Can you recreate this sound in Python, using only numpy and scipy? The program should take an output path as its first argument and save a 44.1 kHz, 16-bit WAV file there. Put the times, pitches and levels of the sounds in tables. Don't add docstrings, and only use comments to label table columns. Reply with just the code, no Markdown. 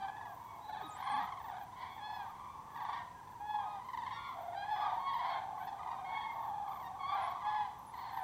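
import sys
import numpy as np
from scipy import signal
from scipy.fft import rfft, irfft
from scipy.io import wavfile
from scipy.ndimage import uniform_filter1d

SR = 44100
rng = np.random.default_rng(int(sys.argv[2]) if len(sys.argv) > 2 else 0)


def master(y):
    cut = np.clip(np.atleast_2d(y).T, -1, 1)
    pcm = np.round(cut * 32767)
    wavfile.write(sys.argv[1], SR, pcm.astype(np.int16))


def volts_from_db(level):
    exponent = np.asarray(level, float) / 20
    return 10 ** exponent


N = 362943
T = np.arange(N) / SR
HOARSE_ABOVE_HZ = 1050
HONK_TILT_DB, EDGE_TILT_DB = -2, -3.5
WHINE_TOP_HZ = 15800


def coloured(x, points):
    hz = np.maximum(np.fft.rfftfreq(N, 1 / SR), 1)
    point_hz, point_db = np.transpose(points)
    gain = volts_from_db(np.interp(np.log(hz), np.log(point_hz), point_db))
    return irfft(rfft(x) * gain, N)


def rms_one(x):
    return x / np.sqrt(np.mean(x ** 2) + 1e-20)


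def drift(rate, count=N):
    knots = rng.standard_normal(int(count * 400 / SR) + 2)
    return 1.22 * np.interp(np.arange(count) * rate / SR, np.arange(len(knots)), knots)


def played(rows, fade_s):
    s, *columns = np.transpose(rows)
    span = slice(int(s[0] * SR), min(int(s[-1] * SR), N))
    t = T[span]
    window = np.clip(np.minimum(t - s[0], s[-1] - t) / fade_s, 0, 1)
    return span, [np.interp(t, s, column) for column in columns], window


def voice(hz, tilt_db=0, count=7, flicker_db=0):
    phase = 2 * np.pi * (np.cumsum(hz) / SR + rng.random())
    overtones = 0
    for k in range(2, count + 1):
        flicker = flicker_db * drift(22.8, count=len(hz)) if flicker_db else 0
        overtones = overtones + volts_from_db(tilt_db * (k - 2.5) + flicker) * np.cos(k * phase)
    return np.sqrt(2) * np.cos(phase), np.sqrt(2) * overtones


def glides(notes, waver):
    out = np.zeros(N)
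    for rows in notes:
        span, (hz, level_db), window = played(rows, fade_s=0.0056)
        hz = hz * (1 + waver * drift(140.0, count=len(hz)))
        out[span] += window * volts_from_db(level_db) * voice(hz, count=1)[0]
    return out


def toot(start, length, hz, high_db, low_db):
    sag_per_s2, edge_db = 3.51, 1.5
    away = np.linspace(-1, 1, num=7)
    s = length * (away + 1) / 2
    level_db = high_db - edge_db * away ** 2
    pitch = hz * (1 - sag_per_s2 * s ** 2)
    tilt = HONK_TILT_DB + EDGE_TILT_DB * away ** 2
    return np.transpose([start + s, pitch, level_db + low_db, level_db, tilt])


def arch(start, length, top_hz, high_db, low_db=0):
    top, rise, fall, power = 0.45, 0.06, 0.085, 3.0
    high_arch = 0.505
    swell_db, edge_db = 2, 10
    droop, droop_shut_db, droop_loss_db = 0.35, 63, 24
    near_db, tilt_per_db = -48, 0.12
    middle_hz, tilt_db_per_khz = 900, -5
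    away = np.linspace(-1, 1 + droop, num=16)
    body, after = np.minimum(away, 1), np.maximum(away - 1, 0)
    s = start + length * (top + away * np.where(away < 0, top, 1 - top))
    bend = np.where(away < 0, rise, fall) * np.abs(away) ** power
    hz = top_hz * (1 - bend * (high_arch if top_hz > HOARSE_ABOVE_HZ else 1))
    level_db = high_db + swell_db * body - edge_db * body ** 4.0 - droop_loss_db * after
    tilt = tilt_per_db * (high_db - near_db) + tilt_db_per_khz * (top_hz - middle_hz) / 1000
    tilt = tilt + HONK_TILT_DB + EDGE_TILT_DB * away ** 2
    return np.transpose([s, hz, level_db + low_db, level_db - droop_shut_db * after, tilt])


def climb(start, length, hz, high_db, low_db):
    top, lost_per_s2 = 0.79, 7.0
    s, _, low, high, tilt = toot(start, length, hz, high_db, low_db).T
    pitch = hz * (1 - lost_per_s2 * (s - start - top * length) ** 2)
    grown_db = 3 * (2 * (s - start) / length - 1)
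    return np.transpose([s, pitch, low + grown_db, high + grown_db / 2, tilt])


def honks(waver=0.0026, flutter_db=2.5, hoarse=0.0055):
    # (start [s], length [s], pitch [Hz], overtones [dB], fundamental against overtones [dB])
    arched = [(.05, 0.29, 853, -61, 6), (0.381, 0.21, 1120, -72.5, 10), (.62, 0.24, 848, -74.5, 23.5),
              (0.765, 0.22, 1247, -62.5, 7.5), (1.739, 0.25, 1113, -61, 1.5), (1.78, 0.25, 1167, -67.5, -4),
              (1.99, 0.25, 855, -53.5, 6), (2.36, 0.23, 1178, -75.5, 16), (3.39, 0.26, 846.6, -56.5, 16),
              (3.599, 0.19, 1242, -58.5, 6.5), (4.082, 0.24, 1121, -60, 5), (4.14, 0.18, 1182, -64, 7),
              (4.136, 0.21, 704, -56.5, -20), (4.61, 0.29, 848.4, -54, 13.5),
              (4.719, 0.24, 1229, -61.5, 7.5), (4.977, 0.2, 1094, -55.5, 13),
              (5.148, 0.24, 1095, -55.5, 5.5), (5.27, 0.15, 1057, -61, 7), (5.76, 0.32, 1223, -67, 5),
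              (6.04, .28, 1102, -52.5, 1), (6.5, 0.28, 1200, -79, 16.5), (7.105, 0.19, 690, -57.5, -9),
              (7.17, 0.24, 1275, -66, -4), (7.415, 0.26, 852, -55.5, 16.5)]
    held = [(0.0, 0.092, 786, -59.5, 14.5), (1.177, 0.087, 954, -53, 8.5), (1.59, 0.068, 812, -70.5, 14),
            (2.68, 0.23, 863, -67.5, 6.5), (2.95, 0.09, 807, -61, 9), (2.966, 0.082, 927, -57, -6),
            (3.14, 0.08, 822, -66, -9), (3.63, 0.17, 850, -70.5, 24), (4.102, 0.097, 932, -56, 3),
            (5.238, 0.12, 787, -61.5, 12), (5.593, 0.051, 764, -59, 4), (5.657, 0.063, 860, -57.5, -5),
            (5.7, 0.033, 853, -73, -3), (5.895, 0.068, 940, -58, 13), (6.815, 0.082, 934, -58, 7.5),
            (6.989, 0.06, 1110, -58, 7.5), (7.077, 0.16, 1094, -57, 7), (7.68, 0.087, 994, -68, 10),
            (8.103, 0.46, 925, -60, 10.5), (8.103, 0.3, 797, -65.5, 20)]
    climbing = [(4.54, 0.12, 810, -56.5, 11), (7.02, 0.15, 1162, -50.5, 12), (1.05, .16, 1140, -60.5, 15)]
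    # (time [s], tilt [dB per overtone])
    brightness = [(0, 3.5), (.15, -7.5), (.8, 0), (1.1, 5), (1.2, -6), (1.85, 1), (2.1, 0.8), (2.95, -6.5),
                  (3.15, -7), (3.5, 0.5), (3.7, 2), (4.2, 0.5), (4.7, 0.65), (4.95, 3), (5.25, 4),
                  (5.6, -4.5), (5.68, 2), (6.15, -3.5), (7.1, 0.8), (7.2, -3), (7.4, 1), (7.55, 0.3),
                  (8.2, -5)]
    top_hz = 4800
    half_above_hz, half_db = 1200, -14
    notes = [arch(*row) for row in arched]
    notes += [toot(*row) for row in held]
    notes += [climb(*row) for row in climbing]
    out = np.zeros((2, N))
    for rows in notes:
        span, (hz, low_db, high_db, tilt_db), window = played(rows, fade_s=.02)
        count = len(hz)
        jitter = hoarse * (hz.max() > HOARSE_ABOVE_HZ) * drift(198.3, count=count)
        hz = hz * (1 + waver * drift(62.7, count=count) + jitter)
        tilt_db = tilt_db + np.interp(T[span], *np.transpose(brightness))
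        harmonics = int(top_hz / hz.max()) if hz.max() > HOARSE_ABOVE_HZ else 6
        low, high = voice(hz, tilt_db, count=harmonics, flicker_db=2.5)
        if hz.max() > half_above_hz:
            low += volts_from_db(half_db) * voice(hz / 2, count=1)[0]
        gain = window * volts_from_db(flutter_db * drift(52.8, count=count))
        out[:, span] += gain * [low * volts_from_db(low_db), high * volts_from_db(high_db)]
    return out


def stepped(part, sharp=12):
    return 1 - .065 / 2 * np.tanh(sharp * (part - .45))


def surging(pitches):
    # (time [s], fundamentals [dB])
    murmur_levels = [(0, -54.5), (1.3, -53), (1.7, -53.5), (2.7, -54), (3.4, -53), (4.0, -58), (4.6, -53.5),
                     (5.5, -49), (6.0, -53.5), (6.9, -47.5), (7.4, -45), (7.85, -53.5), (8.23, -48.5)]
    # (start [s], length [s], fundamentals [dB], pitch [Hz], overtones against fundamentals [dB])
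    groups = [(-.05, 0.097, -47.5, 930, -8), (.3, .12, -55, 780, -17), (.45, 0.14, -56, 1050, -18),
              (0.748, 0.066, -45, 854, -7.5), (0.988, 0.058, -50.5, 905, -1), (1.1, 0.11, -39.5, 1050, -7),
              (1.11, .08, -41, 840, -9), (1.502, 0.064, -50, 890, -7.5), (1.814, 0.043, -47.5, 1014, -4),
              (2.088, 0.2, -47, 864, -13.5), (2.462, 0.14, -55.5, 988, -34), (2.37, 0.089, -55, 795, -12),
              (2.55, 0.085, -55.5, 830, -20), (2.81, 0.11, -42.5, 844, -12), (2.926, 0.05, -45.5, 925, -3),
              (3.54, 0.098, -42.5, 974, -18), (3.742, 0.15, -51, 930, -10), (3.999, 0.15, -45.5, 850, -8),
              (4.246, 0.076, -45.5, 1043, -10.5), (4.384, 0.23, -45.5, 727, -14),
              (4.706, 0.19, -41, 827, -11), (4.841, 0.14, -38.5, 876, -16.5),
              (5.11, 0.086, -39.5, 930, -8.5), (5.235, 0.14, -39.5, 757, -8), (5.458, 0.1, -47.5, 786, -24),
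              (5.512, 0.12, -53.5, 1020, -15), (5.62, 0.13, -45, 816, -15.5), (5.792, 0.15, -50, 1183, -25),
              (5.865, 0.12, -45.5, 993, -19), (5.972, 0.16, -48, 784, -13), (6.3, 0.062, -46.5, 783, -18),
              (6.542, 0.23, -51, 1070, -16), (6.125, 0.13, -42.5, 870, -11.5),
              (6.402, 0.1, -41.5, 860, -19), (6.514, 0.18, -43.5, 840, -22),
              (7.11, 0.17, -40.5, 850, -13.5), (7.172, 0.03, -42.5, 900, -5.5),
              (7.239, 0.057, -45.5, 995, -5.5), (7.504, 0.15, -45, 954, -7.5),
              (7.984, 0.23, -50, 940, -5.5)]
    rise_db_per_s, fall_db_per_s = 186, 168
    murmur_hz, murmur_overtones_db = 930, -18.5
    murmur_spread_hz, surge_spread_hz = 236, 98
    start, length, low_db, hz, rel_db = np.transpose(groups)[:, :, None]
    lost_db = np.maximum(rise_db_per_s * (start - T), fall_db_per_s * (T - start - length))
    surges = volts_from_db(2 * (low_db - np.maximum(lost_db, 0)))
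    murmur = volts_from_db(2 * np.interp(T, *np.transpose(murmur_levels)))
    low = murmur + surges.sum(axis=0)
    high = murmur * volts_from_db(2 * murmur_overtones_db) + volts_from_db(2 * rel_db[:, 0]) @ surges
    near = np.exp(-2 * ((pitches - hz) / surge_spread_hz) ** 2) / surge_spread_hz
    wide = np.exp(-2 * ((pitches - murmur_hz) / murmur_spread_hz) ** 2) / murmur_spread_hz
    return low, high, 100 * (near.T @ surges + np.outer(wide, murmur)) / low


def chorus(count=17, wander=.025):
    roll_depth, swell_db = .75, 8.5
    jitter, level_rasp, effort_glide = .0045, .2, .015
    pitches = np.geomspace(690, 1170, count)
    low_power, high_power, shares = surging(pitches)
    out, power = np.zeros((2, N)), 1e-9
    for hz, share in zip(pitches, shares):
        rolls_per_s = rng.uniform(19, 27) * (1 + .15 * drift(4))
        roll = (np.cumsum(rolls_per_s) / SR + rng.random()) % 1
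        effort = drift(7)
        bend = effort_glide * effort + wander * drift(5) + jitter * drift(220)
        pitch = hz * stepped(roll, sharp=47.0) * (1 + bend)
        swell = volts_from_db(swell_db * effort) * np.sqrt(share)
        gate = 1 - roll_depth * (roll + np.exp(-roll / 0.019))
        level = swell * gate * (1 + level_rasp * drift(300))
        out += level * np.array(voice(pitch, tilt_db=-2.0, count=5))
        power = power + swell ** 2
    low, high = out / np.sqrt(power)
    return np.array([rms_one(low) * np.sqrt(low_power), rms_one(high) * np.sqrt(high_power)])


def background():
    # (frequency [Hz], relative level [dB per Hz])
    floor_shape = [(25, -15), (55, -3), (105, 2.5), (300, -8), (560, -9.5), (1400, -14), (2800, -23.5),
                   (6000, -27.5), (7600, -26.5), (11500, -32.5), (15500, -30.5)]
    return volts_from_db(-60.5) * rms_one(coloured(rng.standard_normal(N), floor_shape))


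def steady_tones():
    # (frequency [Hz], level [dB])
    tone_lines = [(6002, -82.5), (9001, -99), (11999, -112.5)]
    return sum(np.sqrt(2) * volts_from_db(db) * np.sin(2 * np.pi * hz * T) for hz, db in tone_lines)


def rolled():
    # (first beat [s], beats [count], time between beats [s], pitch [Hz], overtones [dB])
    roll_calls = [(.092, 1, .045, 793, -52), (.177, 3, 0.043, 930, -57), (.704, 3, 0.053, 756, -56.5),
                  (.85, 1, .045, 960, -70), (.998, 1, .045, 905, -56.5), (1.036, 4, 0.046, 1048, -51),
                  (1.234, 4, .049, 1034, -53), (1.409, 1, .045, 882, -59), (1.451, 2, .043, 903, -54.5),
                  (1.536, 3, 0.042, 796, -57.5), (1.988, 1, .045, 900, -57.5), (2.27, 6, .045, 1090, -65),
                  (2.712, 1, .045, 901, -65), (2.948, 1, .045, 900, -57), (5.686, 1, .045, 903, -56.5),
                  (2.769, 4, 0.045, 969, -52.5), (3.195, 4, .045, 828, -64.5),
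                  (3.896, 1, .045, 1010, -55.5), (3.942, 2, .042, 997, -48.5), (4.03, 3, .044, 1006, -51),
                  (4.542, 1, .045, 900, -58.5), (4.654, 2, .043, 1022, -60), (4.77, 5, .045, 985, -54.5),
                  (5.26, 3, .05, 1052, -57.5), (5.591, 1, 0.06, 997, -61), (5.641, 1, .045, 826, -56),
                  (5.799, 4, 0.042, 989, -57), (6.058, 8, .0415, 935, -61), (6.4, 3, .045, 875, -63.5),
                  (6.687, 4, 0.04, 1104, -59), (6.837, 1, .045, 987, -55), (7.342, 1, .045, 900, -66),
                  (7.414, 4, 0.047, 1050, -54), (7.948, 4, 0.051, 1043, -58.5), (8.182, 1, .045, 950, -52)]
    edge_db, scoop, spread = 2, 0.026, 0.014
    for first, count, gap, hz, high_db in roll_calls:
        count = int(round(count))
        for k in range(count):
            away = (2 * k + 1) / count - 1
            pitch = 1 - scoop * (k == 0 < count - 1) + spread * rng.standard_normal()
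            yield first + k * gap, hz * pitch, high_db - edge_db * away ** 2


def beats(second=0.77, breath_db=-10):
    beat_s, lead_s, attack = .028, .012, .11
    jitter, rasp_db, fundamental_db = .017, 2.2, 11.5
    snap_db, snap_s, snap_hz = -5, .004, (2500, 8000)
    count = 1500
    part = np.arange(count) / SR / beat_s
    opening = np.minimum(part / attack, 1)
    out = np.zeros((3, N))
    for s, hz, high_db in rolled():
        pitch = hz * stepped(part) * (1 + jitter * drift(260, count=count))
        low, high = voice(pitch, tilt_db=-4.0)
        first_stroke = opening * np.exp(-((part - .22) / .2) ** 2)
        second_stroke = second * np.exp(-((part - .68) / 0.17) ** 2)
        shape = (first_stroke + second_stroke) * volts_from_db(rasp_db * drift(350, count=count))
        air = rng.standard_normal(count + 1)
        breathy = high + volts_from_db(breath_db) * np.diff(air)
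        snap = volts_from_db(snap_db) * air[1:] * opening * np.exp(-part * beat_s / snap_s)
        start = int((s - lead_s) * SR)
        layers = np.array([shape * low * volts_from_db(fundamental_db), shape * breathy, snap])
        out[:, start:start + count] += volts_from_db(high_db) * layers
    band = signal.butter(2, snap_hz, "band", fs=SR, output="sos")
    return out[:2], signal.sosfilt(band, out[2] + 1e-18)


def rasps():
    # (start [s], end [s], level before flicker [dB])
    patches = [(0.24, 0.71, -76), (1.577, 1.65, -72), (1.765, 1.806, -76), (1.897, 1.997, -75.5),
               (2.11, 2.32, -74.5), (2.706, 2.846, -73.5), (3.237, 3.43, -81), (3.466, 3.56, -75),
               (3.844, 3.987, -78), (4.253, 4.496, -76.5), (4.703, 4.85, -75), (4.925, 5.03, -80),
               (5.246, 5.323, -77.5), (6.31, 6.522, -73.5), (7.996, 8.058, -90)]
    gate = sum(volts_from_db(db) * np.clip(np.minimum(T - a, b - T) / .01, 0, 1) for a, b, db in patches)
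    band = signal.butter(4, (12500, 15500), "band", fs=SR, output="sos")
    noise = rms_one(signal.sosfilt(band, rng.standard_normal(N)))
    return gate * volts_from_db(3.3 * drift(60)) * noise


def peeps():
    # (start [s], length before the droop [s], top pitch [Hz], level at the top [dB])
    peep_calls = [(0.608, 0.18, 3940, -65), (0.828, 0.047, 3850, -57), (1.558, 0.027, 3730, -71),
                  (1.711, 0.042, 3550, -73), (7.94, 0.22, 4295, -66.5)]
    return glides([arch(*row)[:, :3] for row in peep_calls], waver=0.0194)


def groans():
    # (start [s], length [s], from [Hz], to [Hz], level [dB])
    slides = [(0.818, 0.064, 440, 265, -56), (1.116, 0.138, 306, 192, -57.5)]
    notes = [[(s, a_hz, db), (s + length, b_hz, db)] for s, length, a_hz, b_hz, db in slides]
    return glides(notes, waver=0.11)


def whine(waver=0.026, flicker_db=2.0):
    # (lowest at [s], lowest pitch [Hz], time from there back to the top [s])
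    dips = [(.826, 14600, 0.028), (0.924, 6740, 0.07), (.955, 7350, 0.041), (1.012, 13460, .04),
            (1.053, 8880, .048), (1.124, 8580, 0.063), (1.16, 10100, 0.044), (1.212, 11300, 0.038),
            (1.254, 13400, .015), (1.43, 15400, .05), (1.478, 14100, 0.037), (5.155, 14400, 0.033),
            (5.628, 12000, 0.052), (6.741, 12900, .055), (6.835, 13900, 0.05), (7.18, 11300, 0.047),
            (7.248, 10300, 0.078), (7.82, 11200, 0.039), (7.895, 10430, 0.09), (7.96, 12100, .025),
            (8.02, 15000, 0.052), (8.17, 12500, 0.064), (8.24, 7800, .045)]
    # (frequency [Hz], level [dB])
    body_colour = [(6800, -63), (8600, -62), (9600, -76.5), (10600, -68), (11500, -85), (13000, -65.5),
                   (15200, -70), (15700, -104)]
    dip_power, octave_db = 1.8, -9
    hz = np.min([low_hz + (WHINE_TOP_HZ - low_hz) * np.abs((T - s) / back_s) ** dip_power
                 for s, low_hz, back_s in dips], axis=0)
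    heard = uniform_filter1d((hz < WHINE_TOP_HZ) * 1., size=200)
    hz = uniform_filter1d(np.minimum(hz, WHINE_TOP_HZ), size=700) * (1 + waver * drift(250))
    phase = 2 * np.pi * np.cumsum(hz) / SR
    octave = volts_from_db(octave_db) * (2 * hz < WHINE_TOP_HZ) * np.cos(2 * phase)
    tone = np.sqrt(2) * (np.cos(phase) + octave)
    return coloured(heard * volts_from_db(flicker_db * drift(120)) * tone, body_colour)


def camera():
    return whine() + groans() + rasps() + steady_tones()


def echoes(birds):
    # (delay [s], level [dB])
    reflections = [(.023, -17), (.052, -16), (.083, -17), (.14, -19)]
    return sum(volts_from_db(db) * np.pad(birds, (int(s * SR), 0))[:N] for s, db in reflections)


def scene():
    # (frequency [Hz], level [dB])
    windpipe = [(1200, -1.5), (1700, -1.5), (2200, -4), (2500, -12.5), (2800, -17.5), (3250, -3.5),
                (3520, -3), (3850, -10), (4350, -10.5), (4700, -11.5), (5150, -16.5), (5550, -13),
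                (7500, -23.5)]
    strokes, snaps = beats()
    low, high = honks() + strokes + chorus()
    birds = low + coloured(high, windpipe) + snaps + peeps()
    return (birds + echoes(birds) + camera() + background())[None]


def low_pass(x):
    return signal.sosfilt(signal.butter(12, 15710, fs=SR, output="sos"), x)


def record(dry):
    return low_pass(dry)


dry = scene()
out = record(dry)
master(out)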